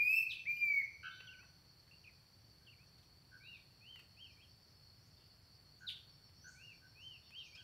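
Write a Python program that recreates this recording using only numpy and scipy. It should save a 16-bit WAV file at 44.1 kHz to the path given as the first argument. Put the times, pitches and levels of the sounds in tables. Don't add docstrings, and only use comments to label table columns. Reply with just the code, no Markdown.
import sys
import numpy as np
from scipy import signal
from scipy.fft import rfft, irfft, next_fast_len
from scipy.io import wavfile
from scipy.ndimage import uniform_filter1d

SR = 44100
rng = np.random.default_rng(int(sys.argv[2]) if len(sys.argv) > 2 else 0)


def transcribe(signal):
    frames = np.atleast_2d(signal).T
    limited = np.clip(frames, -1, 1)
    pcm = np.round(limited * 32767).astype(np.int16)
    wavfile.write(sys.argv[1], SR, pcm)


N = 336483


def whistles():
    # end/s, length/s, first f/Hz, last f/Hz, middle of the glide/s, glide length/s, level/dB, echo/dB
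    rising, falling = [(.21, .25, 2428, 2687, .108, 0.191, -33.5, -2.5),
                       (.826, .374, 2402, 2198, .705, .26, -35.5, -8.5)]
    # multiple of the pitch, level/dB
    rising_overtones = [(2, -22.5), (3, -32.5), (4, -34.5), (5, -20.5), (6, -26.5)]
    falling_overtones = [(2, -28), (3, -42), (4, -53.5), (5, -58), (6, -31.5), (7, -33.5)]
    return whistle(*rising, rising_overtones) + whistle(*falling, falling_overtones)


def whistle(end, length, first_hz, last_hz, middle_s, glide_s, db, echo_db, overtones):
    start = end - length
    t = np.arange(start, end, 1 / SR)
    glide = (1 + np.sin(np.pi * np.clip((t - middle_s) / glide_s, -.5, .5))) / 2
    scoop = .35 * np.exp((start - t) / .011)
    drop = .31 * np.exp((t - end) / .0073)
    hz = (first_hz + (last_hz - first_hz) * glide) * (1 - scoop - drop)
    level = db - 120 * (scoop + drop)
    pure, shine = np.zeros((2, N))
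    early = SR // 2
    at = start + early / SR
    note = tone(hz, level, jitter=.0015)
    add(pure, at, note)
    add(pure, at + .046, gain_of(-14) * note)
    shine_db = level + 85 * (hz / hz.max() - 1)
    add(shine, at, tone(hz, shine_db, overtones, jitter=.005))
    body = pure + gain_of(echo_db) * echo(pure, near_s=.078, far_db=-7.5)
    heard = body + gain_of(-7) * shine + echo(shine, near_s=.05, far_db=-10)
    return np.pad(heard[early:], (0, early))


def chips(shadow_ratio=1.35, shadow_db=-11, shine_db=-25.5):
    # t/s, level/dB
    calls = [(0.295, -46), (5.866, -42.5)]
    # t/s, f/Hz, level/dB
    path = [(0, 4500, -14), (.007, 3950, -7.5), (.014, 3681, -1), (.021, 3400, -2), (.028, 2950, -2),
            (0.032, 2300, -16.5), (0.04, 1300, -37.5)]
    path_s, path_hz, path_db = np.transpose(path)
    t = np.arange(0, path_s[-1], 1 / SR)
    hz, swell_db = np.interp(t, path_s, path_hz), np.interp(t, path_s, path_db)
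    late_fade_in = np.clip(t / .0086 - 1, 0, 1)
    out, shine = np.zeros((2, N))
    for s, db in calls:
        level = db + swell_db
        add(out, s, tone(hz, level, jitter=.012))
        shadow = tone(hz * shadow_ratio, level + shadow_db, jitter=.026) * late_fade_in
        add(out, s + .002, shadow)
        overtones = tone(hz, level + shine_db, [(2, -1), (3, 0), (4, -1.4)], jitter=.078)
        add(shine, s, shadow + overtones)
    return out + echo(out + shine, near_s=.064, far_db=-24)


def purrs(length_s=.064, throb_hz=84, top_hz=1570, full_effort_db=-45.5):
    # t/s, level/dB, length of the note held afterwards/s
    trills = [(1.029, -45, .32), (2.598, -76, 0), (3.314, -57, 0.09), (5.805, -55, 0.013),
              (6.44, -54.5, .12), (6.815, -64, 0.032), (7.565, -66, 0)]
    out, t = np.zeros(N), np.arange(0, length_s, 1 / SR)
    dip = 1 + np.cos(2 * np.pi * throb_hz * t)
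    swell = np.sin(np.pi * (.11 + .6 * t / length_s)) ** 1.3
    for s, db, held_s in trills:
        effort_db = db - full_effort_db
        swing_hz, husk_db = 136.9 * gain_of(.465 * effort_db), 2.1 * effort_db
        hz = top_hz - swing_hz * dip
        add(out, s, swell * (1 - .36 * dip) * tone(hz, db, jitter=.005))
        add(out, s, swell * tone(hz, db - 10.5 + husk_db, [(2, -.5), (3, -12.5)], jitter=.014))
        if held_s > .02:
            add(out, s + length_s, held_note(held_s, db - 17.5, octave_db=2.5 + husk_db))
    return out + gain_of(-8) * echo(out, near_s=.037, far_db=-8.5)


def held_note(length, db, octave_db, first_hz=1533, sag_hz_per_s=130, fade_db_per_s=7.5):
    t = np.arange(0, length, 1 / SR)
    hz, level = first_hz - sag_hz_per_s * t, db - fade_db_per_s * t
    return tone(hz, level, jitter=.024) + tone(2 * hz, level + octave_db - 82 * t, jitter=.004)


def arched_song():
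    # peak after the first peak/s, length/s, top f/Hz, level/dB
    song = [(0, .195, 2857, -56.5), (0.416, .22, 3137, -58), (0.728, .12, 3190, -58),
            (.936, .066, 3296, -67.5)]
    # first peak/s, level change/dB, growth/(dB per s), note length factor
    repeats = [(3.495, -1, 1, .97), (6.651, -4, 13.5, 1.07)]
    # gap/s, length/s, first f/Hz, middle f/Hz, last f/Hz
    gap_s, *fall = (.002, .036, 2850, 2540, 2330)
    # time before its peak/s, length/s, first f/Hz, middle f/Hz, last f/Hz
    lead_s, *rise = (.066, .058, 2230, 2450, 2700)
    out = np.zeros(N)
    for start, song_db, growth, stretch in repeats:
        notes = [(start + at, length * stretch, top_hz, db + song_db + growth * at)
                 for at, length, top_hz, db in song]
        for peak, length, top_hz, db in notes:
            add(out, peak - length * .52, arch(length, top_hz, db))
        (third_peak, third_length, _, third_db), (last_peak, _, _, last_db) = notes[-2:]
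        add(out, third_peak + third_length / 2 + gap_s, slur(*fall, third_db - 10))
        add(out, last_peak - lead_s, slur(*rise, last_db - 4))
    return out + gain_of(-5) * echo(out, near_s=.038, far_db=-18)


def arch(length, top_hz, db, rasp=.017):
    curve = [(0, .75), (.24, .86), (.38, .96), (.52, 1.005), (.68, .97), (.86, .88), (1, .77)]
    progress = np.linspace(0, 1, int(length * SR))
    bend = uniform_filter1d(np.interp(progress, *np.transpose(curve)), size=500)
    swell_db = 4 + 46 * (bend - 1) + 4.5 * (progress - .5)
    note = tone(top_hz * bend, db + swell_db, [(1, -3.5), (2, -35)], jitter=.0041 + rasp * progress ** 2)
    return note * signal.windows.tukey(len(note), .16)


def small_birds(pip_s=.015):
    # t/s, level/dB, pitch factor, time factor, number of notes sung
    twitters = [(1.268, -57, 1.02, 1.03, 3), (2.038, -64.5, .9, .8, 2), (2.664, -63.5, 1.01, 1.02, 3)]
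    # t/s, length/s, first f/Hz, middle f/Hz, last f/Hz, level/dB
    phrase = [(0, .045, 3554, 2700, 3150, 0.5), (0.051, .029, 3004, 2490, 2150, -5.5),
              (0.113, .056, 2090, 2480, 2600, -9)]
    # t/s, top f/Hz, level/dB
    pips = [(.566, 2987, -60.5), (1.2, 2750, -56.5), (1.348, 2900, -62), (1.91, 2775, -64),
            (1.932, 2804, -66.5), (2.072, 2540, -56.5), (7.548, 5280, -58.5)]
    out = np.zeros(N)
    for s, db, pitch, stretch, count in twitters:
        for at, length, first, middle, last, note_db in phrase[:count]:
            note = slur(length * stretch, first * pitch, middle * pitch, last * pitch, db + note_db)
            add(out, s + at * stretch, note)
    for s, hz, db in pips:
        add(out, s, slur(pip_s, .91 * hz, hz, .91 * hz, db))
    return out + gain_of(-6) * echo(out, near_s=.023, far_db=-23)


def upsweep(start_s=6.41, length_s=.095, first_hz=5850, rise_hz=3060, db=-65):
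    out, t = np.zeros(N), np.arange(0, length_s, 1 / SR)
    hz = first_hz + rise_hz * np.exp((t - length_s) / .034) * (t / length_s) ** 2
    add(out, start_s, tone(hz, db, jitter=.0072) * np.sin(np.pi * t / length_s))
    return out + gain_of(-2) * echo(out, near_s=.06, far_db=4)


def raspy_slides(length_s=.047):
    # t/s, middle f/Hz, glide/octaves, level/dB
    slides = [(1.095, 3840, .15, -63.5), (3.42, 4040, 0.18, -66.5), (3.51, 3820, -0.36, -69),
              (5.02, 6350, 0.13, -82), (5.16, 3180, -0.48, -76), (5.771, 6370, -0.26, -78),
              (6.474, 7610, 0.4, -73), (7.001, 5780, -.05, -77), (7.219, 3280, -0.49, -71),
              (7.361, 3780, 0.24, -65), (7.411, 5360, 0.49, -66.5)]
    out = np.zeros(N)
    for s, hz, octaves, db in slides:
        step = 2 ** (octaves / 2)
        add(out, s, slur(length_s, hz / step, hz, hz * step, db, jitter=.075))
    return echo(out, near_s=.083, far_db=-17)


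def twig_ticks(width_octaves=.6):
    # t/s, level/dB, f/Hz, rise time/s, bright snap/dB
    ticks = [(1.204, -55.5, 2750, 0.0024, -34), (1.427, -65, 1606, 0.0042, -34),
             (1.876, -69.5, 1791, 0.0022, -21), (2.98, -71.5, 3920, 0.007, -15),
             (3.025, -70.5, 3500, 0.0054, -16), (3.958, -57.5, 2400, 0.0015, -17),
             (3.991, -61, 2250, .0033, -14), (6.288, -72, 2740, 0.0036, -24),
             (7.305, -62, 2420, 0.0019, -19), (7.551, -61, 4370, .005, -38)]
    out, t = np.zeros(N), np.arange(8192) / SR
    hz = np.fft.rfftfreq(len(t), 1 / SR) + 1
    for s, db, pitch, rise_s, snap_db in ticks:
        band = np.exp(-(np.log2(hz / pitch) / width_octaves) ** 2)
        lows = .45 / (1 + (hz / pitch) ** 4)
        puff = evened(irfft(rfft(rng.standard_normal(len(t))) * (band + gain_of(snap_db) + lows)))
        swell = t / rise_s * np.exp(1 - t / rise_s)
        add(out, s, gain_of(db) * puff * swell)
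    return out + gain_of(-5) * echo(out, near_s=.038, far_db=-19)


def pulsed_insects():
    # start/s, end/s, notes per second, first f/Hz, last f/Hz, fall in a note/Hz, level/dB
    runs = [(0.05, 1.506, 9.4, 6020, 5846, 90, -75.5), (1.549, 3.038, 9.7, 5820, 5990, 201, -90.5),
            (4.154, 5.601, 14, 5390, 4990, 144, -79), (6.067, 7.635, 7.9, 5450, 5440, 580, -75)]
    out = np.zeros(N)
    for start, end, rate, first_hz, last_hz, fall_hz, db in runs:
        t = np.arange(0, end - start, 1 / SR)
        progress = t * rate % 1
        hz = np.linspace(first_hz, last_hz, len(t)) + fall_hz * (.5 - progress)
        add(out, start, tone(hz, db, jitter=.01) * np.sin(np.pi * progress) ** 2)
    return out + gain_of(-1) * echo(out, near_s=.09, far_db=-12)


def insect_chorus(flutter_db=2.5):
    # f/Hz, width/Hz, level/dB
    bands = [(4130, 150, -88), (4352, 140, -74), (4525, 60, -77.5), (4570, 180, -74.5), (5623, 33, -89.5),
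             (5210, 900, -80)]
    out = np.zeros(N)
    for hz, width, db in bands:
        loudness = gain_of(db + flutter_db * waver(N, 25))
        out += loudness * noise(lambda f: np.exp(-np.log(4) * ((f - hz) / width) ** 2))
    return out


def background(rumble_db=-68.5, hiss_db=-74):
    # f/Hz, relative level/dB
    rumble_shape = [(20, -22), (40, -12), (62, -3.5), (90, 1.5), (115, 0.5), (160, -3.5), (210, -13),
                    (330, -18), (600, -26.5), (1500, -50.5)]
    hiss_shape = [(20, -11), (300, 2), (700, 1.5), (1500, -0.5), (2800, -3), (4000, -5.5), (5800, -13.5),
                  (6500, -10.5), (9000, -9.5), (12000, -8), (16000, -11.5)]
    # f/Hz, likeness from 0 to 1
    likeness = [(50, 0.98), (500, 0.98), (4500, 0.99), (6500, 0.28), (8500, 0.17), (11000, 0.27),
                (15000, 0.5)]
    rumble = noise(lambda f: gain_of(read(rumble_shape, f))) * gain_of(rumble_db + .6 * waver(N, 4))
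    hz = np.fft.rfftfreq(N, 1 / SR)
    same = read(likeness, hz)
    hiss = rfft(rng.standard_normal((2, N))) * gain_of(read(hiss_shape, hz))
    middle, side = hiss * np.sqrt([1 + same, 1 - same])
    return rumble + gain_of(hiss_db) * evened(irfft([middle + side, middle - side], N))


def echo(x, near_s, far_db):
    # f/Hz, time to fade by 60 dB/s
    ring_times = [(500, 0.39), (1500, 1), (2500, 0.97), (4000, 0.88), (8000, 0.81), (15000, 0.37)]
    bounces = rng.standard_normal(SR) * (rng.random(SR) < 3000 / SR)
    hz, t, spectrum = signal.stft(bounces, SR, nperseg=256)
    fade = (np.exp(-t / near_s) + gain_of(far_db)) * gain_of(-60 * t / read(ring_times, hz)[:, None])
    build_up = 1 - np.exp(-t / .0074)
    tail = signal.istft(spectrum * fade * build_up, SR, nperseg=256)[1]
    return signal.fftconvolve(x, tail / np.linalg.norm(tail))[:N]


def tone(hz, db, partials=((1, 0),), jitter=.002):
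    phase = 2 * np.pi * np.cumsum(hz * (1 + jitter * waver(len(hz), 300))) / SR
    wave = sum(gain_of(level) * np.sin(k * phase) for k, level in partials)
    return np.sqrt(2) * gain_of(db) * wave * signal.windows.tukey(len(hz), min(1, 200 / len(hz)))


def slur(length, first_hz, middle_hz, last_hz, db, jitter=.0096):
    progress = np.linspace(0, 1, int(length * SR))
    hz = np.polyval(np.polyfit([0, .5, 1], [first_hz, middle_hz, last_hz], 2), progress)
    return tone(hz, db, jitter=jitter) * signal.windows.tukey(len(hz), .35)


def noise(gain):
    size = next_fast_len(N, True)
    spectrum = rfft(rng.standard_normal(size)) * gain(np.fft.rfftfreq(size, 1 / SR))
    return evened(irfft(spectrum, size)[:N])


def waver(size, rate):
    knots = rng.standard_normal(int(size / SR * rate) + 2)
    return np.interp(np.arange(size) / SR * rate, np.arange(len(knots)), knots)


def gain_of(db):
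    return 10 ** (np.asarray(db) / 20)


def evened(x):
    return x / np.sqrt(np.mean(x ** 2) + 1e-20)


def read(points, hz):
    f, value = np.transpose(points)
    return np.interp(np.log(hz + 1), np.log(f + 1), value)


def add(mix, s, sound):
    part = mix[max(round(s * SR), 0):][:len(sound)]
    part += sound[:len(part)]


def scene():
    birds = whistles() + purrs() + arched_song() + chips() + small_birds() + upsweep() + raspy_slides()
    return birds + pulsed_insects() + twig_ticks() + insect_chorus() + background()


def record(dry, edge_hz=15750):
    low_pass = signal.firwin(511, edge_hz, window=("kaiser", 9), fs=SR)
    return signal.oaconvolve(dry, low_pass[None], "same")


dry = scene()
out = record(dry)
transcribe(out)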